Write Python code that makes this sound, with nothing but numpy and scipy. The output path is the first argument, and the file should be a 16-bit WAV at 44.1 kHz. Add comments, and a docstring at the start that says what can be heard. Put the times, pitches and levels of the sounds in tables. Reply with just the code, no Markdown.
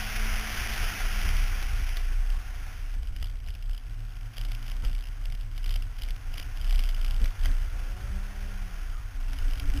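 """A camera clamped outside a small car on a rough road, its one microphone hearing all through case and mount.
Wind, shaped noise, roars past the case first and dies away near 3 s as falling engine tones sink beneath it.
The mount sways near 30 Hz throughout, a wavering sine; bumps thud and drum the panels, tyres hiss, air whistles
briefly. A loose part, rung by short noisy contacts, knocks in clusters, densest near 7 s; then engine tones
rise and fall. The camera samples at a low rate and holds each value, so everything is mirrored up into the
treble."""
import sys
import numpy as np
from scipy import signal
from scipy.io import wavfile
from scipy.ndimage import uniform_filter1d

SR = 44100
rng = np.random.default_rng(int(sys.argv[2]) if len(sys.argv) > 2 else 0)


def master_out(mix):
    """Clip the mix to full scale and print it as 16-bit PCM to the path in sys.argv[1]."""
    frames = np.transpose(np.atleast_2d(mix))
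    ceiling = np.clip(frames, -1, 1)
    pcm = np.round(ceiling * 32767).astype(np.int16)
    wavfile.write(sys.argv[1], SR, pcm)


def elevation(decibels):
    """Turn decibel levels (scalar or array-like) into linear amplitude ratios."""
    levels = np.asarray(decibels, float)
    return 10 ** (levels / 20)


N = 432178
T = np.arange(N) / SR

# resonances of the hollow case: (centre [Hz], width [Hz], level over its feed [dB])
CASE_MODES = [(737, 96, 4.5), (1450, 55, -2.5), (2030, 64, -12), (2290, 37, -11), (2800, 180, -20)]
# loud knocks of the loose part: (time [s], relative level [dB], pitch of its main ring [Hz])
LOUD_KNOCKS = [(1.1892, -39, 2165), (1.2146, -30.5, 2020), (1.256, -40, 2440), (1.2885, -30.5, 2070),
               (1.3663, -33.5, 2280), (1.6262, -32, 2335), (1.8911, -35.5, 2257), (1.9694, -28.5, 2026),
               (2.3014, -37.5, 2760), (2.939, -42, 2290), (3.0305, -43, 3070), (3.0709, -44, 2920),
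               (3.1617, -37, 2930), (3.2251, -33, 3096), (3.2425, -36, 3210), (3.269, -42, 3400),
               (3.473, -44, 2977), (3.4845, -38.5, 2690), (3.5024, -41.5, 2920), (3.5498, -41, 2550),
               (3.6242, -43, 2833), (3.694, -43, 1910), (3.711, -46, 2964), (3.7309, -44, 3130),
               (3.7454, -41, 2910), (3.7768, -40, 3156), (4.368, -39, 3000), (4.3809, -33, 3008),
               (4.4119, -34.5, 2854), (4.4488, -35.5, 3160), (4.4847, -41, 3020), (4.5176, -34.5, 3130),
               (4.5486, -37, 2710), (4.6264, -40, 2910), (4.6648, -41, 3310), (4.6788, -39, 2820),
               (4.6982, -38.5, 2930), (4.7157, -36.5, 2834), (4.8479, -33, 3070), (4.8793, -42, 2870),
               (4.9881, -43, 3083), (5.255, -35, 2830), (5.2999, -43, 2190), (5.3218, -38.5, 3270),
               (5.3497, -40.5, 3154), (5.4096, -42.5, 2890), (5.5777, -36.5, 3024), (5.6411, -38.5, 2988),
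               (5.6595, -33, 3060), (5.692, -33.5, 3100), (5.7064, -36, 3040), (5.7394, -32, 3150),
               (5.7588, -31.5, 3040), (5.8222, -37.5, 2794), (5.9878, -42, 2730), (6.0192, -33.5, 2990),
               (6.0337, -34.5, 3036), (6.0851, -38, 2140), (6.1054, -35.5, 3050), (6.1619, -42, 2843),
               (6.3395, -35, 3100), (6.3729, -39, 2940), (6.3789, -31, 3105), (6.3974, -31, 3040),
               (6.4248, -36.5, 2940), (6.571, -39, 2820), (6.6119, -37, 3080), (6.6443, -36, 3160),
               (6.6752, -38, 3096), (6.6932, -34.5, 3022), (6.7077, -32, 2270), (6.7251, -32, 3200),
               (6.7565, -33, 3160), (6.7905, -29, 2960), (6.8029, -37.5, 2280), (6.8244, -41, 3037),
               (6.8364, -32, 2800), (6.8543, -41, 3140), (6.8882, -31, 3250), (6.8992, -38, 2940),
               (6.9451, -35.5, 3010), (6.9631, -43, 2858), (7.0125, -35.5, 3030), (7.0454, -33.5, 2800),
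               (7.0618, -36, 3017), (7.0793, -39, 2910), (7.1082, -33, 3123), (7.1437, -39, 3088),
               (7.2429, -33.5, 3393), (7.2564, -31.5, 2030), (7.4355, -36, 2906), (7.4565, -27, 2097),
               (9.3312, -37, 2700), (9.3861, -35.5, 2860), (9.5083, -37, 2850), (9.5337, -36.5, 2964),
               (9.5966, -31.5, 3052), (9.6994, -36.5, 2080), (9.7732, -33, 3112)]
# how freely the loose part moves, as relative level of its small ticks: (time [s], level [dB])
LOOSENESS = [(1.1, -57), (2.9, -57.5), (3.3, -47), (3.75, -51), (3.85, -50), (4.3, -49), (4.4, -51),
             (5.1, -42), (5.2, -63), (5.5, -49), (5.7, -51), (6.2, -61), (6.7, -51), (7.25, -44.5),
             (7.6, -49), (9.2, -54), (9.4, -45), (9.8, -44)]
DOOR_HZ, DOOR_WIDTH_HZ = 274.7, 19.4


def evened(x):
    """Scale to an rms of one."""
    return x / np.sqrt(np.mean(x ** 2) + 1e-20)


def curves(rows):
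    """Each column after the time, drawn as straight lines over the whole scene."""
    s, *columns = np.transpose(rows)
    return [np.interp(T, s, c, left=c[0], right=c[-1]) for c in columns]


def read(points, hz):
    """Read a spectrum along a logarithmic frequency axis."""
    f, value = np.transpose(points)
    return np.interp(np.log(hz + 1), np.log(f + 1), value)


def humps(modes, hz):
    """Power gain of 1 plus resonant humps."""
    return 1 + sum(elevation(2 * db) / (1 + (2 * (hz - f) / width) ** 2) for f, width, db in modes)


def drift(hz):
    """Slow chance of unit rms, up to the given rate."""
    coarse = T[::16]
    lowpass = signal.butter(2, hz, fs=SR / 16, output="sos")
    slow = signal.sosfilt(lowpass, rng.standard_normal(len(coarse)))
    return np.interp(T, coarse, evened(slow))


def noise(power_of, patchy_db, flicker_db, flicker_hz, size):
    """Random short-time spectra with patches, and a flicker shared by all bins."""
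    hop = size // 4
    frames, hz = N // hop + 5, np.fft.rfftfreq(size, 1 / SR)
    real, imaginary, patches = rng.standard_normal((frames, len(hz), 3)).T
    patches = uniform_filter1d(patches, size=9, axis=0)
    patches = evened(uniform_filter1d(patches, size=9, axis=1))
    spectra = (real + 1j * imaginary) * np.sqrt(power_of(hz))[:, None] * elevation(patchy_db * patches)
    steady = signal.istft(spectra, nperseg=size, noverlap=size - hop)[1][:N]
    return evened(steady * elevation(flicker_db * drift(flicker_hz)))


def engine():
    """Orders of the firing rate as tones that waver in level; case and door lift those that cross them."""
    # four-cylinder engine: (time [s], firing rate [Hz], load [dB], relative level of upper tones [dB])
    running = [(0, 208, -51.5, -22), (.15, 216.8, -51, -12), (.3, 214.6, -50, -11), (.56, 218, -52, -15),
               (.78, 217, -57.5, -16), (1, 206.7, -62, -11), (1.22, 193, -54, -16),
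               (1.66, 171.5, -61.5, -20), (1.8, 162.3, -86, -14), (3.7, 104.8, -84, -24),
               (3.89, 108.5, -49.5, -16.5), (4.31, 111.3, -47.5, -21.5), (4.65, 112.5, -50, -11.5),
               (4.9, 119.4, -67, -3), (5.25, 108, -52, -31), (5.45, 107.5, -47.5, -16.5),
               (5.86, 100.5, -55.5, -22), (6.14, 118, -56.5, -17.5), (6.42, 137.6, -58, -10),
               (6.75, 144, -93, -14), (7.48, 162.5, -92, -7), (7.59, 167.4, -72, -5),
               (7.78, 169.5, -70.5, 5), (7.9, 179.2, -59.5, -1), (8.05, 190.4, -56, -4.5),
               (8.25, 195.6, -52.5, -11.5), (8.5, 196, -55.5, -10), (8.71, 176.6, -54, -17),
               (8.82, 161.5, -68, -14), (9.1, 131.3, -75, -13), (9.3, 134.4, -57, -11),
               (9.6, 139.4, -64, -2.5), (9.8, 143.3, -60, 5.5)]
    # low orders: (multiple of the firing rate, relative level [dB])
    low_orders = [(.5, -9), (1, 1.5), (1.5, -28.5)]
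    # upper orders at the reference speed: (multiple of the firing rate, relative level [dB])
    upper_orders = [(2, -2.5), (2.5, -14.5), (3, -2), (4, -10.5)]
    reference_hz, harsh_db = 197, 9.5  # per octave of speed, each order above the second gains this much for each multiple of the firing rate it stands above the second
    hz, load_db, bright_db = curves(running)
    phase = 2 * np.pi * np.cumsum(hz * (1 + 0.0049 * drift(11))) / SR
    octaves = np.log2(hz / reference_hz)
    modes = list(CASE_MODES) + [(DOOR_HZ, 35, 7)]

    def tone(k, db):
        return elevation(db + 2.8 * drift(7.8)) * np.sin(k * phase + 2 * np.pi * rng.random())

    low = sum(tone(k, db) for k, db in low_orders)
    high = 0
    for k, db in upper_orders:
        lift = np.sqrt(humps(modes, k * hz))
        high = high + tone(k, db + harsh_db * (k - 2) * octaves) * lift
    return np.sqrt(2) * elevation(load_db) * (low + elevation(bright_db) * high)


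def tyres():
    """Rolling hiss through the hollow of the case, with a few brief fuzzy whistles of air."""
    # rolling: (time [s], relative level [dB])
    rolling = [(0.0, -46.5), (0.68, -44), (1.5, -48), (2.1, -55.5), (2.7, -53.5), (2.95, -61.5),
               (3.7, -63.5), (4.58, -56.5), (5.4, -61), (6.28, -57), (6.52, -55.5), (7.69, -53.5),
               (8.79, -53.5), (8.98, -57), (9.8, -51.5)]
    # spectrum of the hiss ahead of the case: (frequency [Hz], relative level per Hz [dB])
    tread = [(180, -2), (300, -4.5), (539, -5.5), (738, -3.5), (916, -4), (1080, -1), (1250, -2.5),
             (1400, 4), (1870, 0), (2860, -2.5), (4000, -6.5), (5200, -41), (8800, -120)]
    # brief whistles of air: # (time [s], length [s], start pitch [Hz], end pitch [Hz], relative level [dB],
    # pitch jitter [0-1])
    squeaks = [(2.308, .13, 1070, 1180, -58, 0.04), (8.821, .21, 1500, 1200, -56.5, 0.08)]
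    hiss = noise(lambda hz: elevation(2 * read(tread, hz)) * humps(CASE_MODES, hz),
                 patchy_db=0.4, flicker_db=0.98, flicker_hz=48.7, size=1024)
    out = hiss * elevation(curves(rolling)[0] + 4)
    for s, length, start_hz, end_hz, db, jitter in squeaks:
        progress = np.clip((T - s) / length, 0, 1)
        glide_hz = start_hz + (end_hz - start_hz) * progress
        phase = 2 * np.pi * np.cumsum(glide_hz * (1 + jitter * drift(148.6))) / SR
        swell = np.sqrt(2 * np.sin(np.pi * progress))
        out = out + elevation(db + 3.1 * drift(44)) * swell * np.sin(phase)
    return out


def shocks(column, rise_s, fall_s):
    """Envelope that jumps at each bump and dies away."""
    # wheels dropping over cracks:
    # (time [s], relative level of the sharp thud [dB], relative level of the low heave of the shell [dB])
    cracks = [(.25, -49, -36.5), (.8, -53, -39), (0.913, -35.5, -63), (1.04, -55, -43), (1.25, -29.5, -48),
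              (1.37, -42, -51), (1.789, -39, -30.5), (2.098, -38.5, -59), (2.22, -45, -39), (2.6, -58, -42),
              (2.935, -46, -50), (3.15, -54, -47), (3.209, -51, -31), (4.68, -43.5, -58), (4.827, -38, -28),
              (5.27, -64, -41), (5.7, -48, -44), (6.07, -61, -33), (6.35, -46, -35.5), (6.78, -48, -31),
              (7.198, -40, -28), (7.438, -34.5, -31), (7.49, -38, -35), (7.99, -48, -41), (8.6, -63, -42),
              (8.99, -55, -40), (9.751, -38, -33)]
    envelope, t = np.zeros(N + SR), np.arange(9000) / SR
    shape = (1 - np.exp(-t / rise_s)) * np.exp(-t / fall_s)
    for row in cracks:
        envelope[round(row[0] * SR):][:len(t)] += elevation(row[column]) * shape
    return envelope[:N]


def bumps():
    """Each bump is a dull burst that rises in some ms and dies in a tenth of a second."""
    # spectrum of the thud: (frequency [Hz], relative level per Hz [dB])
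    thud = [(40, -3), (120, -4.5), (300, -16.5), (700, -23), (1800, -12.5), (4000, -42)]
    burst = noise(lambda hz: elevation(2 * read(thud, hz)), patchy_db=.5, flicker_db=.6, flicker_hz=30, size=1024)
    return elevation(-4.0) * shocks(column=1, rise_s=0.0062, fall_s=0.032) * burst


def lulls():
    """A short dip in dB at each lull of the sway."""
    # moments when the sway drops out: (time [s], depth [dB])
    dips = [(0.109, -9), (.44, -21), (.95, -30), (1.69, -1), (2.45, -7), (2.73, -8), (3.029, -4),
            (3.16, -8), (3.41, -8), (3.58, -9), (3.83, -9), (4.33, -25), (5.05, -6), (6.2, -23), (6.37, -6),
            (7.35, -36), (7.68, -3), (8.0, -11), (8.32, -10), (8.49, -3), (8.71, -10), (9.12, -13),
            (9.36, -9), (9.6, -20)]
    half_length_s = 0.039
    coarse = T[::64]
    dip_db = sum(db * np.exp(-((coarse - s) / half_length_s) ** 2) for s, db in dips)
    return np.interp(T, coarse, dip_db)


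def body():
    """Road shocks rumble through the shell and ring its panels."""
    # roughness of the road between bumps: (time [s], relative level [dB])
    roughness = [(0, -40), (1, -37), (1.6, -36.5), (2.4, -43.5), (3.5, -42.5), (4.3, -49), (5.5, -44.5),
                 (6.6, -39.5), (7.1, -37.5), (8.3, -41.5), (9.15, -43.5), (9.8, -29.5)]
    # spectrum of the shell: (frequency [Hz], relative level per Hz [dB])
    rumble = [(8, -6), (14, -10), (38, -4.5), (54, -7.5), (95, -20.5), (130, -31), (200, -32.5),
              (320, -46.5), (500, -41), (900, -86)]
    # panel resonances: (centre [Hz], width [Hz], level over the rumble [dB])
    panels = [(62, 14, 5)]
    # a door panel drumming between bumps: (time [s], relative level [dB])
    door_drumming = [(0, -61), (.85, -58.5), (1.5, -54.5), (2.4, -63), (4.2, -61), (5.5, -61.5), (7.2, -58),
                     (9.05, -60), (9.55, -52), (9.8, -35)]
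    lull_share = 0.2  # share of a lull's depth that the rumble follows
    heave = shocks(column=2, rise_s=0.022, fall_s=0.026)
    road = elevation(curves(roughness)[0] + lull_share * lulls()) + 2 * heave
    road_db = 20 * np.log10(road)
    kick = elevation(-13) * shocks(column=1, rise_s=0.011, fall_s=0.031)
    door_level = elevation(curves(door_drumming)[0] - 6.5) + kick

    def drum(centre_hz, width_hz):
        return noise(lambda hz: 1 / (1 + (2 * (hz - centre_hz) / width_hz) ** 2) ** 2,
                     patchy_db=-0.4, flicker_db=0.3, flicker_hz=25, size=4096)

    shell = noise(lambda hz: elevation(2 * read(rumble, hz)) * humps(panels, hz),
                  patchy_db=0.94, flicker_db=2.5, flicker_hz=6.7, size=4096)
    # the floor pan hums on, following road shocks only in part
    pan_level = elevation(-48.5 + 0.4 * (road_db - road_db.mean()))
    pan = pan_level * drum(centre_hz=100.1, width_hz=13.7)
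    return elevation(road_db + 4) * shell + pan + door_level * drum(DOOR_HZ, DOOR_WIDTH_HZ)


def wind():
    """Turbulent roar through the hollow of the case, dying away as the car slows."""
    # roar at the case: (time [s], relative level [dB])
    roar_level = [(0.0, -37.5), (0.52, -38.5), (0.79, -36.5), (1.14, -39.5), (1.3, -41), (1.83, -45.5),
                  (2.09, -49.5), (2.24, -57.5), (2.7, -56), (2.93, -53.5), (3.2, -91)]
    # spectrum of the turbulence ahead of the case: (frequency [Hz], relative level per Hz [dB])
    air = [(180, -35), (300, -14), (327, -17), (438, -14), (575, -23), (722, -6), (926, -11.5), (1410, 0.5),
           (2300, 3.5), (3120, 0), (4000, -5), (5200, -51), (8800, -120)]
    roar = noise(lambda hz: elevation(2 * read(air, hz)) * humps(CASE_MODES, hz),
                 patchy_db=1.0, flicker_db=1.1, flicker_hz=91.0, size=1024)
    fade = np.clip((roar_level[-1][0] - T) / 0.41, 0, 1)  # silent from the last row on
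    return elevation(curves(roar_level)[0] + 0.5) * roar * fade


def sway_level():
    """Level of the sway in dB, lulls included, before its chance swells."""
    # sway of the mount: (time [s], level [dB])
    sway = [(0, -35.5), (.22, -26.5), (.6, -34), (.84, -28.5), (1.09, -26), (1.2, -28.5), (1.34, -23),
            (1.85, -30), (2.32, -22.5), (2.42, -35.5), (2.6, -36), (2.9, -32.5), (3.25, -31), (3.7, -33),
            (4.1, -36.5), (4.45, -28.5), (4.6, -32), (4.97, -27), (5.13, -36), (5.27, -28.5), (5.5, -34),
            (5.72, -23), (5.92, -38), (6.06, -27), (6.3, -29.5), (6.5, -34), (6.74, -18.5), (6.95, -27.5),
            (7.25, -22), (7.45, -20), (7.56, -24), (7.85, -33), (8.2, -31.5), (9.04, -32.5), (9.45, -24.5),
            (9.8, -26)]
    return curves(sway)[0] + lulls()


def ticks(phase):
    """Small knocks by chance, at most one each half swing, harder when the sway is strong."""
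    tick_chance, sway_follow, spread_db = .75, .5, 3
    pitch_hz, scatter_hz = 2980, 298.1
    at = np.flatnonzero(np.diff(np.floor((phase + 2.0) / np.pi)))
    at = at[T[at] > LOOSENESS[0][0]]
    sway_db = sway_level()
    chance = rng.random(len(at))
    spread, pitch, late = rng.standard_normal((len(at), 3)).T
    db = curves(LOOSENESS)[0][at] + sway_follow * (sway_db[at] - sway_db.mean())
    db = db + spread_db * np.clip(spread, -3, 1)
    rows = np.transpose([T[at] + 0.002 * late, db, pitch_hz + scatter_hz * pitch])
    # none within 8 ms of a loud knock
    free = np.abs(T[at][:, None] - np.array(LOUD_KNOCKS)[:, 0]).min(1) > 0.008
    return [tuple(row) for row in rows[(chance < tick_chance) & free]]


def rattle(phase):
    """Each knock is a contact and a short scrape that ring the part; chatter comes twice a swing."""
    # resonances of the loose part: (pitch [Hz], width [Hz], relative level [dB])
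    part_modes = [(2280, 420, -3.5), (2992, 530, 3.5), (3160, 740, -33), (1540, 1100, 3.5), (725, 135, -1)]
    chatter_db = -26.5  # relative to the looseness
    cling_db, cling_s = -20, 0.026  # chatter under each knock, lingering around it
    out, t = np.zeros(N + SR), np.arange(900) / SR

    def ring(hz, width):
        return np.exp(-np.pi * width * t) * np.sin(2 * np.pi * hz * t)

    def radiate(x):
        return np.diff(x, prepend=0)  # a small part radiates little bass

    part = sum(elevation(db) * ring(hz, width) for hz, width, db in part_modes)
    contact = (t / 0.00091) ** 2 * np.exp(-t / 0.00049)
    scrape = 0.17 * (t / 0.003) * np.exp(-t / 0.0022)
    blows = list(LOUD_KNOCKS) + ticks(phase)
    pushes = rng.standard_normal((len(blows), 900)) * (contact + scrape)
    for (s, db, hz), push in zip(blows, pushes):
        knock = signal.fftconvolve(push, radiate(part + 1.1 * ring(hz, 280)))
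        out[round(s * SR):][:len(knock)] += elevation(db - 14.0) * evened(knock)

    wobble_db = 3.5 * drift(70)
    # strongest twice a swing, somewhat before the swing is fastest
    touching = (0.15 + np.abs(np.cos(phase + 0.76)) ** 3) * elevation(wobble_db)
    chatter = evened(signal.oaconvolve(touching * rng.standard_normal(N), radiate(part))[:N])
    coarse = T[::64]
    cling = np.sqrt(sum(elevation(2 * db) * np.exp(-((coarse - s) / cling_s) ** 2) for s, db, hz in LOUD_KNOCKS))
    level = elevation(curves(LOOSENESS)[0] + chatter_db) + elevation(cling_db) * np.interp(T, coarse, cling)
    return out[:N] + level * chatter


def mount():
    """The lightly damped mount swings almost as a sine; returns the swing and its phase."""
    # rate of the sway before its chance wander: (time [s], rate [Hz])
    sway_rate = [(0, 31.1), (.75, 29.05), (2.4, 30.51), (3.05, 30.4), (3.2, 33.1), (4.4, 33.6),
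                 (4.6, 30.44), (5, 32.47), (6.1, 30.67), (6.35, 27.29), (6.7, 30.05), (7.45, 28.8),
                 (7.75, 32), (9.4, 30.25), (9.6, 25.12), (9.8, 24.85)]
    hz, db = curves(sway_rate)[0], sway_level()
    phase = 2 * np.pi * np.cumsum(hz * (1 + 0.02857 * drift(6))) / SR
    swing = np.sin(phase) + 0.039 * np.sin(2 * phase + 1.75)
    lumpy_db = 0.97 * drift(7.6)  # swells and drops by chance
    return np.sqrt(2) * elevation(db + lumpy_db) * swing, phase


def scene():
    """All sources reach the one microphone through case and mount."""
    swing, phase = mount()
    mix = swing + engine() + wind() + tyres() + body() + bumps() + rattle(phase)
    return mix[None]


def roll_off(x):
    """The treble ends steeply here."""
    return signal.sosfilt(signal.butter(12, 16600, fs=SR, output="sos"), x)


def record(dry):
    """Low-pass, sample slowly, and hold each value until the next: a staircase with mirrored treble."""
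    hold_hz, block_hz, frames_per_s = 8012.75, 8000, 30
    smooth = signal.sosfilt(signal.butter(6, 3700, fs=SR, output="sos"), dry[0])
    # steps run slow at the block rate and catch up at each picture frame
    lag = (hold_hz - block_hz) / frames_per_s * (T * frames_per_s % 1)
    held = np.interp(np.floor(T * hold_hz - lag) / hold_hz, T, smooth)
    edge = signal.firwin(numtaps=255, cutoff=15500, window=("kaiser", 6), fs=SR)
    finished = signal.oaconvolve(held, edge, "same")[None]
    return roll_off(finished)


dry = scene()
out = record(dry)
master_out(out)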